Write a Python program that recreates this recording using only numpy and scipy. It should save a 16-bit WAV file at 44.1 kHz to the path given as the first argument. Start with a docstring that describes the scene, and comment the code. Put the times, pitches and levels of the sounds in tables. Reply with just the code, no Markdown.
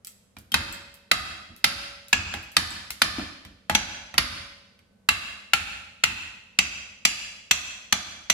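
"""In a workshop, a hammer beats a rusted lever on an engine casing: eight blows from behind, then eight from the front.
Each blow is a rattling noise burst that drives the steel, with its strong tones set by where the head lands.
A late boom shakes the bench and a loose part sings faintly; lighter knocks and ticks of grit fall around the blows.
Fading noise makes the room ring on, over quiet air. The close microphone overloads and its limiter ducks the tails."""
import sys
import numpy as np
from scipy import signal
from scipy.fft import rfft, irfft
from scipy.io import wavfile
from scipy.ndimage import uniform_filter1d, minimum_filter1d

SR = 44100
rng = np.random.default_rng(int(sys.argv[2]) if len(sys.argv) > 2 else 0)


def file_out(sig):
    """Save sig as 16-bit WAV at sys.argv[1]."""
    # one column per channel
    cols = np.atleast_2d(sig).T
    # limit, then scale
    lim = np.clip(cols, -1, 1)
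    pcm = np.round(lim * 32767).astype(np.int16)
    wavfile.write(sys.argv[1], SR, pcm)


N = 367353  # length of the scene in samples

# still air of the workshop, its colour only: (frequency [Hz], relative level [dB])
AIR_COLOUR = [(25, -13), (60, -6), (100, -2), (150, -11.5), (200, 3), (320, -21), (500, -11), (700, -20),
              (1500, -26), (4000, -34.5), (11000, -38), (16000, -53)]
# how long the workshop rings: (frequency [Hz], time to fade by 60 dB [s])
ROOM_FADES = [(100, 0.32), (400, 0.95), (1200, 0.78), (3000, 0.86), (6000, 0.82), (10000, 0.66),
              (16000, 0.069)]
# broad colour of the casing: (frequency [Hz], relative level [dB])
CASING_COLOUR = [(90, -21.5), (150, -4), (195, 0.5), (260, -6.5), (430, -17.5), (650, -5), (850, -5),
                 (1350, -2), (2200, -4), (3200, -7), (4500, -11.5), (5700, -15.5), (8500, -20),
                 (10500, -20.5), (14000, -22.5), (17000, -45.5)]
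# strongest modes (natural tones) of lever, casing and hammer head, as standing waves along the struck stretch:
# (frequency [Hz], width [Hz], relative level at an antinode [dB],
#  place of an antinode [0-1 along the stretch, beyond 1 lies past its end], distance between nodes [same places])
STEEL_MODES = [(1410, 370, 7.5, 0.12, 1.47), (2057, 150, 5, 0.23, 0.16), (2617, 270, 18.5, 0.2, 0.35),
               (3330, 150, 10.5, .69, 0.87), (4060, 590, 8.5, 0.51, 1.27), (4837, 530, 14, 0.52, 0.5),
               (6007, 142, 20.5, 0.789, 0.89), (7270, 260, 20.5, 1.23, 1.55), (10410, 620, 10, 0.49, 0.6)]
# boom of the bench: (frequency [Hz], width [Hz], relative level [dB])
BENCH_MODES = [(59.9, 22, 2), (82.9, 14, 4.5), (117, 34, -7.5), (153, 11, -8), (196.7, 12, -3.5),
               (241, 47, -6.5), (321.6, 11, -5)]
# a loose part that sings on: (frequency [Hz], relative level [dB], time to fade by 60 dB [s])
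LOOSE_TONES = [(563, 3, 1.6), (563, -11, 0.95), (1520, -14, 3.3)]
# ticks of falling grit: (time [s], relative level [dB], relative ping level [dB])
GRIT_TICKS = [(0.047, -35.5, 2), (0.07, -33.5, 14.5), (0.385, -42, -7), (0.725, -35, 20.5),
              (0.941, -43.5, -7), (1.563, -44, -6.5), (2.083, -41, 5.5), (2.427, -45.5, 9.5),
              (2.517, -44, 2.5), (2.705, -41, 28)]
# light knocks of hammer and handle: (time [s], relative level [dB], bench thump gain [dB],
#  brightness [dB per octave], ping frequency [Hz], relative ping level [dB])
LIGHT_KNOCKS = [(0.366, -31.5, -20, 0, 2400, 0), (0.518, -24, -16, 5.5, 3194, 23),
                (1.493, -49.5, -20, -4, 196, 5.5), (2.338, -15, -12, -.5, 1990, 6.5),
                (2.904, -19, -23.5, 6, 4460, -1.5), (3.183, -23.5, -18, -2, 295, 26.5),
                (3.194, -23.5, -14, -3.5, 301, 16), (3.449, -32, -18, 2, 3200, 9.5),
                (3.696, -6, -6.5, -.5, 850, 8), (4.14, -21.5, -18, -1.5, 750, 7),
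                (4.79, -47, -37, 2, 2170, 12.5)]
# hammer blows: (time [s], relative level [dB], place on the lever [0-1], brightness [dB per octave],
#  bench thump gain [dB], loose part gain [dB])
HAMMER_BLOWS = [(0.5404, -1.5, 0.35, 0.8, -5, -50.5), (1.1128, 0.5, 0.35, 0.85, -8, -65),
                (1.6413, 0, 0.41, 2, -8, -47), (2.1279, -2.5, 0.13, 0.14, -4.5, -77),
                (2.5659, 0.5, 0.39, 2, -6.5, -59.5), (3.017, 1, 0.4, 1.2, -5.5, -57),
                (3.7487, -0.5, .69, -0.7, -7.5, -56.5), (4.179, -0.2, 0.41, 1.43, -6, -52.5),
                (5.0871, -.5, 0.31, 1.56, -11, -76), (5.5332, -1.1, 0.29, 1.73, -10.5, -60.5),
                (6.0361, -3, 0.26, 2, -11, -77), (6.5871, -4.5, 0.93, .8, -12.5, -67),
                (7.0504, -3, 0.96, 2.5, -15.5, -62), (7.5096, -1.15, 0.78, 2, -14.5, -76),
                (7.9239, -3, .7, 0.6, -13.5, -72), (8.298, -2.5, .78, 1.6, -16, -75)]

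AIR_DB = -63  # average level of the air noise before the microphone
GRIT_TILT_DB, GRIT_PING_HZ = 9, 7730  # brightness per octave and ping, shared by all grit
BLOW_DB, TAP_DB, ROOM_DB = 26.5, 26, 5.5  # gain of hard blows, of light contacts and of the room
BENCH_LAG_S = 0.004  # after a blow, the bench answers just after the crack
TOP_HZ = 15800  # upper limit of the microphone sound

SIZE = 8192  # samples in a filter or a burst
HZ = np.maximum(np.arange(SIZE // 2 + 1) * SR / SIZE, 1)  # the frequencies of a filter


def undb(db):
    """Turn decibels into a gain."""
    return 10 ** (np.asarray(db) / 20)


def along(points, hz):
    """Read between (Hz, value) points on a log-frequency axis."""
    point_hz, value = np.transpose(points)
    return np.interp(np.log(hz), np.log(point_hz), value)


def response(db):
    """Make a filter that starts at once and has the given gain at each frequency."""
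    cepstrum = irfft(np.log(undb(db)))
    # folding the second half onto the first leaves no sound before the start
    cepstrum[1:SIZE // 2] *= 2
    cepstrum[SIZE // 2 + 1:] = 0
    return irfft(np.exp(rfft(cepstrum)))


def fade(t, t60):
    """Die away smoothly, 60 dB down after t60 seconds."""
    return np.exp(-np.log(1000) * t / t60)


def convolve(x, h):
    """Filter each channel."""
    return signal.fftconvolve(np.atleast_2d(x), np.atleast_2d(h), axes=1)


def add(track, s, sound):
    """Mix a sound into the track at time s, cut off at the end of the scene."""
    start = max(int(s * SR), 0)
    part = sound[..., :max(N - start, 0)]
    track[..., start:start + part.shape[-1]] += part


def resonance(hz, width):
    """Power response of one mode, 1 at its centre."""
    detune = (HZ / hz - hz / HZ) * hz / width
    return 1 / (1 + detune ** 2)


def diffuse(count, apart_hz):
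    """Noise from all sides: long waves reach both microphone ports alike, short ones differ."""
    mid, side = rng.standard_normal((2, count))
    keep_short_waves = signal.butter(1, min(apart_hz, 5000), "high", fs=SR, output="sos")
    side = signal.sosfilt(keep_short_waves, side)
    return np.array([mid + side, mid - side]) / np.sqrt(2)


def air():
    """Quiet room noise, mostly low."""
    noise = convolve(diffuse(N, apart_hz=621), response(along(AIR_COLOUR, HZ)))[:, :N]
    return noise * undb(AIR_DB) / noise.std()


def workshop(x, early_db, early_t60, treble_db):
    """The walls return early reflections and a diffuse tail, fading at its own rate in each frequency band."""
    t = np.arange(int(1.4 * SR)) / SR
    noise = rfft(diffuse(len(t), apart_hz=549))
    hz = np.maximum(np.arange(noise.shape[1]) * SR / len(t), 1)
    centres_hz = np.array(ROOM_FADES)[:, 0]
    treble = undb(treble_db * hz / 10000)  # treble_db is reached at 10 kHz
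    tail = 0
    # each band overlaps its neighbours: weight 1 at its own centre, 0 at the others
    for weights, (_, t60) in zip(np.eye(len(ROOM_FADES)), ROOM_FADES):
        band = along(np.c_[centres_hz, weights], hz) * treble
        decay = fade(t, t60) + undb(early_db) * fade(t, early_t60)
        tail = tail + irfft(noise * band, len(t)) * decay
    build_up = 1 - np.exp(-t / 0.0029)
    return convolve(x, tail * build_up / np.sqrt(SR))[:, :N]


def fine_modes(fine_hz, width_hz, spread_db, depth):
    """The ribbed casing has many close modes; each contact wakes them in other shares (dB about the broad colour)."""
    shares = undb(spread_db * rng.standard_normal(len(fine_hz))) ** 2
    widths = width_hz * np.sqrt(fine_hz[:, None] / 2000)
    power = shares @ resonance(fine_hz[:, None], widths) + 1e-6
    ripple = (power / uniform_filter1d(power, size=161)) ** depth
    fade_in = np.clip(HZ / 400 - 1, 0, 1)  # none below 400 Hz, full from 800 Hz
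    return 10 * np.log10(ripple / uniform_filter1d(ripple, size=161)) * fade_in


def steel_ring(fine_hz, tilt_db, modes, mode_db):
    """The casing answers one contact, with the strong modes standing out of its broad colour."""
    strong = sum(undb(db) ** 2 * resonance(hz, width) for (hz, width), db in zip(modes, mode_db))
    tilt = tilt_db * np.log2(np.maximum(HZ, 300) / 2500)  # pivots at 2500 Hz, flat below 300 Hz
    colour_db = along(CASING_COLOUR, HZ) + tilt + 10 * np.log10(1 + strong)
    return response(colour_db + fine_modes(fine_hz, width_hz=23, spread_db=13, depth=0.45))


def chatter(rise_s, contact_s, near_db, near_t60):
    """The loose lever rattles unevenly in its play for milliseconds; frame and bench top scatter the sound."""
    t = np.arange(SIZE) / SR
    contact = np.exp(-(t / contact_s) ** 4)
    scatter = undb(near_db) * fade(t, near_t60)
    shape = (contact + scatter) * (1 - np.exp(-(t / rise_s) ** 2))
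    step = 64  # samples between changes of rattle strength
    slips = np.interp(t, t[::step], undb(1.7 * rng.standard_normal(SIZE // step)))
    burst = diffuse(SIZE, apart_hz=1300) * shape * slips
    return burst * np.sqrt(2 / np.sum(burst ** 2))  # same energy every time


def thump(t60, rise_s):
    """The engine rocks on its bench, which booms long and low at its own modes."""
    t = np.arange(SR) / SR
    power = sum(undb(db) ** 2 * resonance(hz, width) for hz, width, db in BENCH_MODES)
    # weaken everything above 450 Hz and below 40 Hz
    power = power / (1 + (HZ / 450) ** 4) / (1 + (40 / HZ) ** 4)
    shake = diffuse(SR, apart_hz=750) * fade(t, t60) * (1 - np.exp(-t / rise_s))
    return convolve(shake, response(10 * np.log10(power)))


def singing():
    """A loose part sings fading pure tones, renewed by every blow."""
    t = np.arange(2 * SR) / SR
    return sum(undb(db) * fade(t, t60) * np.sin(2 * np.pi * hz * t) for hz, db, t60 in LOOSE_TONES)


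def mode_levels(place):
    """A blow drives each steel mode fully at an antinode, hardly at a node."""
    _, _, db, antinode, spacing = np.transpose(STEEL_MODES)
    motion = np.cos(np.pi * (place - antinode) / spacing)
    return db + 10 * np.log10(motion ** 2 + 1e-6)


def tap_ring(fine_hz, db, tilt_db, ping_hz, ping_db):
    """A light contact wakes the casing and one ping."""
    ping = (ping_hz, 40 + ping_hz / 60)  # frequency and width in Hz
    return undb(db + TAP_DB) * steel_ring(fine_hz, tilt_db, [ping], [ping_db])


def grit(fine_hz):
    """Flakes of rust and dirt land with bright ticks; gives the near sound and the sound sent to the room."""
    direct, radiated = np.zeros((2, N)), np.zeros(N)
    for s, db, ping_db in GRIT_TICKS:
        ring = tap_ring(fine_hz, db, GRIT_TILT_DB, GRIT_PING_HZ, ping_db)
        tick = chatter(rise_s=0.00063, contact_s=0.0019, near_db=-11.5, near_t60=0.18)
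        add(direct, s, convolve(tick, ring))
        add(radiated, s, ring)
    return direct, radiated


def knocks(fine_hz):
    """Hammer and handle bump the casing and nudge the bench; gives the near sound and the sound sent to the room."""
    direct, radiated = np.zeros((2, N)), np.zeros(N)
    for s, db, thump_db, tilt_db, ping_hz, ping_db in LIGHT_KNOCKS:
        ring = tap_ring(fine_hz, db, tilt_db, ping_hz, ping_db)
        bump = chatter(rise_s=0.00098, contact_s=0.004, near_db=-10, near_t60=0.13)
        add(direct, s, convolve(bump, ring))
        add(direct, s, undb(thump_db) * thump(t60=0.34, rise_s=0.003))
        add(radiated, s, ring)
    return direct, radiated


def blows(fine_hz):
    """Hard blows ring the steel, rock the bench and renew the loose tones; gives near sound and sound for the room."""
    direct, radiated = np.zeros((2, N)), np.zeros(N)
    modes = [row[:2] for row in STEEL_MODES]
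    tones = singing()
    for s, db, place, tilt_db, thump_db, loose_db in HAMMER_BLOWS:
        ring = undb(db + BLOW_DB) * steel_ring(fine_hz, tilt_db, modes, mode_levels(place))
        crack = chatter(rise_s=0.002, contact_s=0.0072, near_db=-13, near_t60=0.08)
        add(direct, s, convolve(crack, ring))
        add(direct, s + BENCH_LAG_S, undb(thump_db) * thump(t60=0.69, rise_s=0.0013))
        add(direct, s, undb(loose_db) * tones)
        add(radiated, s, ring)
    return direct, radiated


def scene():
    """Grit, knocks and blows sound directly and through the room, over still air."""
    # 150 close casing modes, slightly unevenly spaced
    fine_hz = np.geomspace(500, 15000, 150) * (1 + 0.008 * rng.standard_normal(150))
    sources = [grit(fine_hz), knocks(fine_hz), blows(fine_hz)]
    direct, radiated = (sum(parts) for parts in zip(*sources))
    room = workshop(radiated, early_db=5.5, early_t60=0.1, treble_db=-1.5)
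    return direct + undb(ROOM_DB) * room + air()


def limiter(x, top_db, ratio, attack_s, hold_s, release_s):
    """Turn both channels down after a loud peak, hold, then come back up."""
    peak = np.abs(x).max(axis=0)
    over_db = 20 * np.log10(np.maximum(peak / undb(top_db), 1))
    cut_db = -over_db * (1 - 1 / max(ratio, 1))
    attack, hold, release = (max(int(s * SR), 2) for s in (attack_s, hold_s, release_s))
    # the shifted windows look only at sound that has already come
    held = minimum_filter1d(cut_db, hold, origin=(hold - 1) // 2)
    quick, slow = (uniform_filter1d(held, k, origin=(k - 1) // 2) for k in (attack, release))
    return x * undb(np.minimum(quick, slow))


def record(dry):
    """The microphone rounds off loud peaks, the limiter ducks, and the top is cut."""
    ceiling = undb(0)
    ports = dry * undb(np.array([[-0.5], [0.5]]))  # the second port is 1 dB louder
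    overloaded = ceiling * np.tanh(ports / ceiling)
    limited = limiter(overloaded, top_db=-6.0, ratio=7.7, attack_s=0.0027, hold_s=0.11, release_s=0.09)
    top_cut = signal.ellip(8, 0.2, 70, TOP_HZ, fs=SR, output="sos")
    return signal.sosfilt(top_cut, limited)


dry = scene()
out = record(dry)
file_out(out)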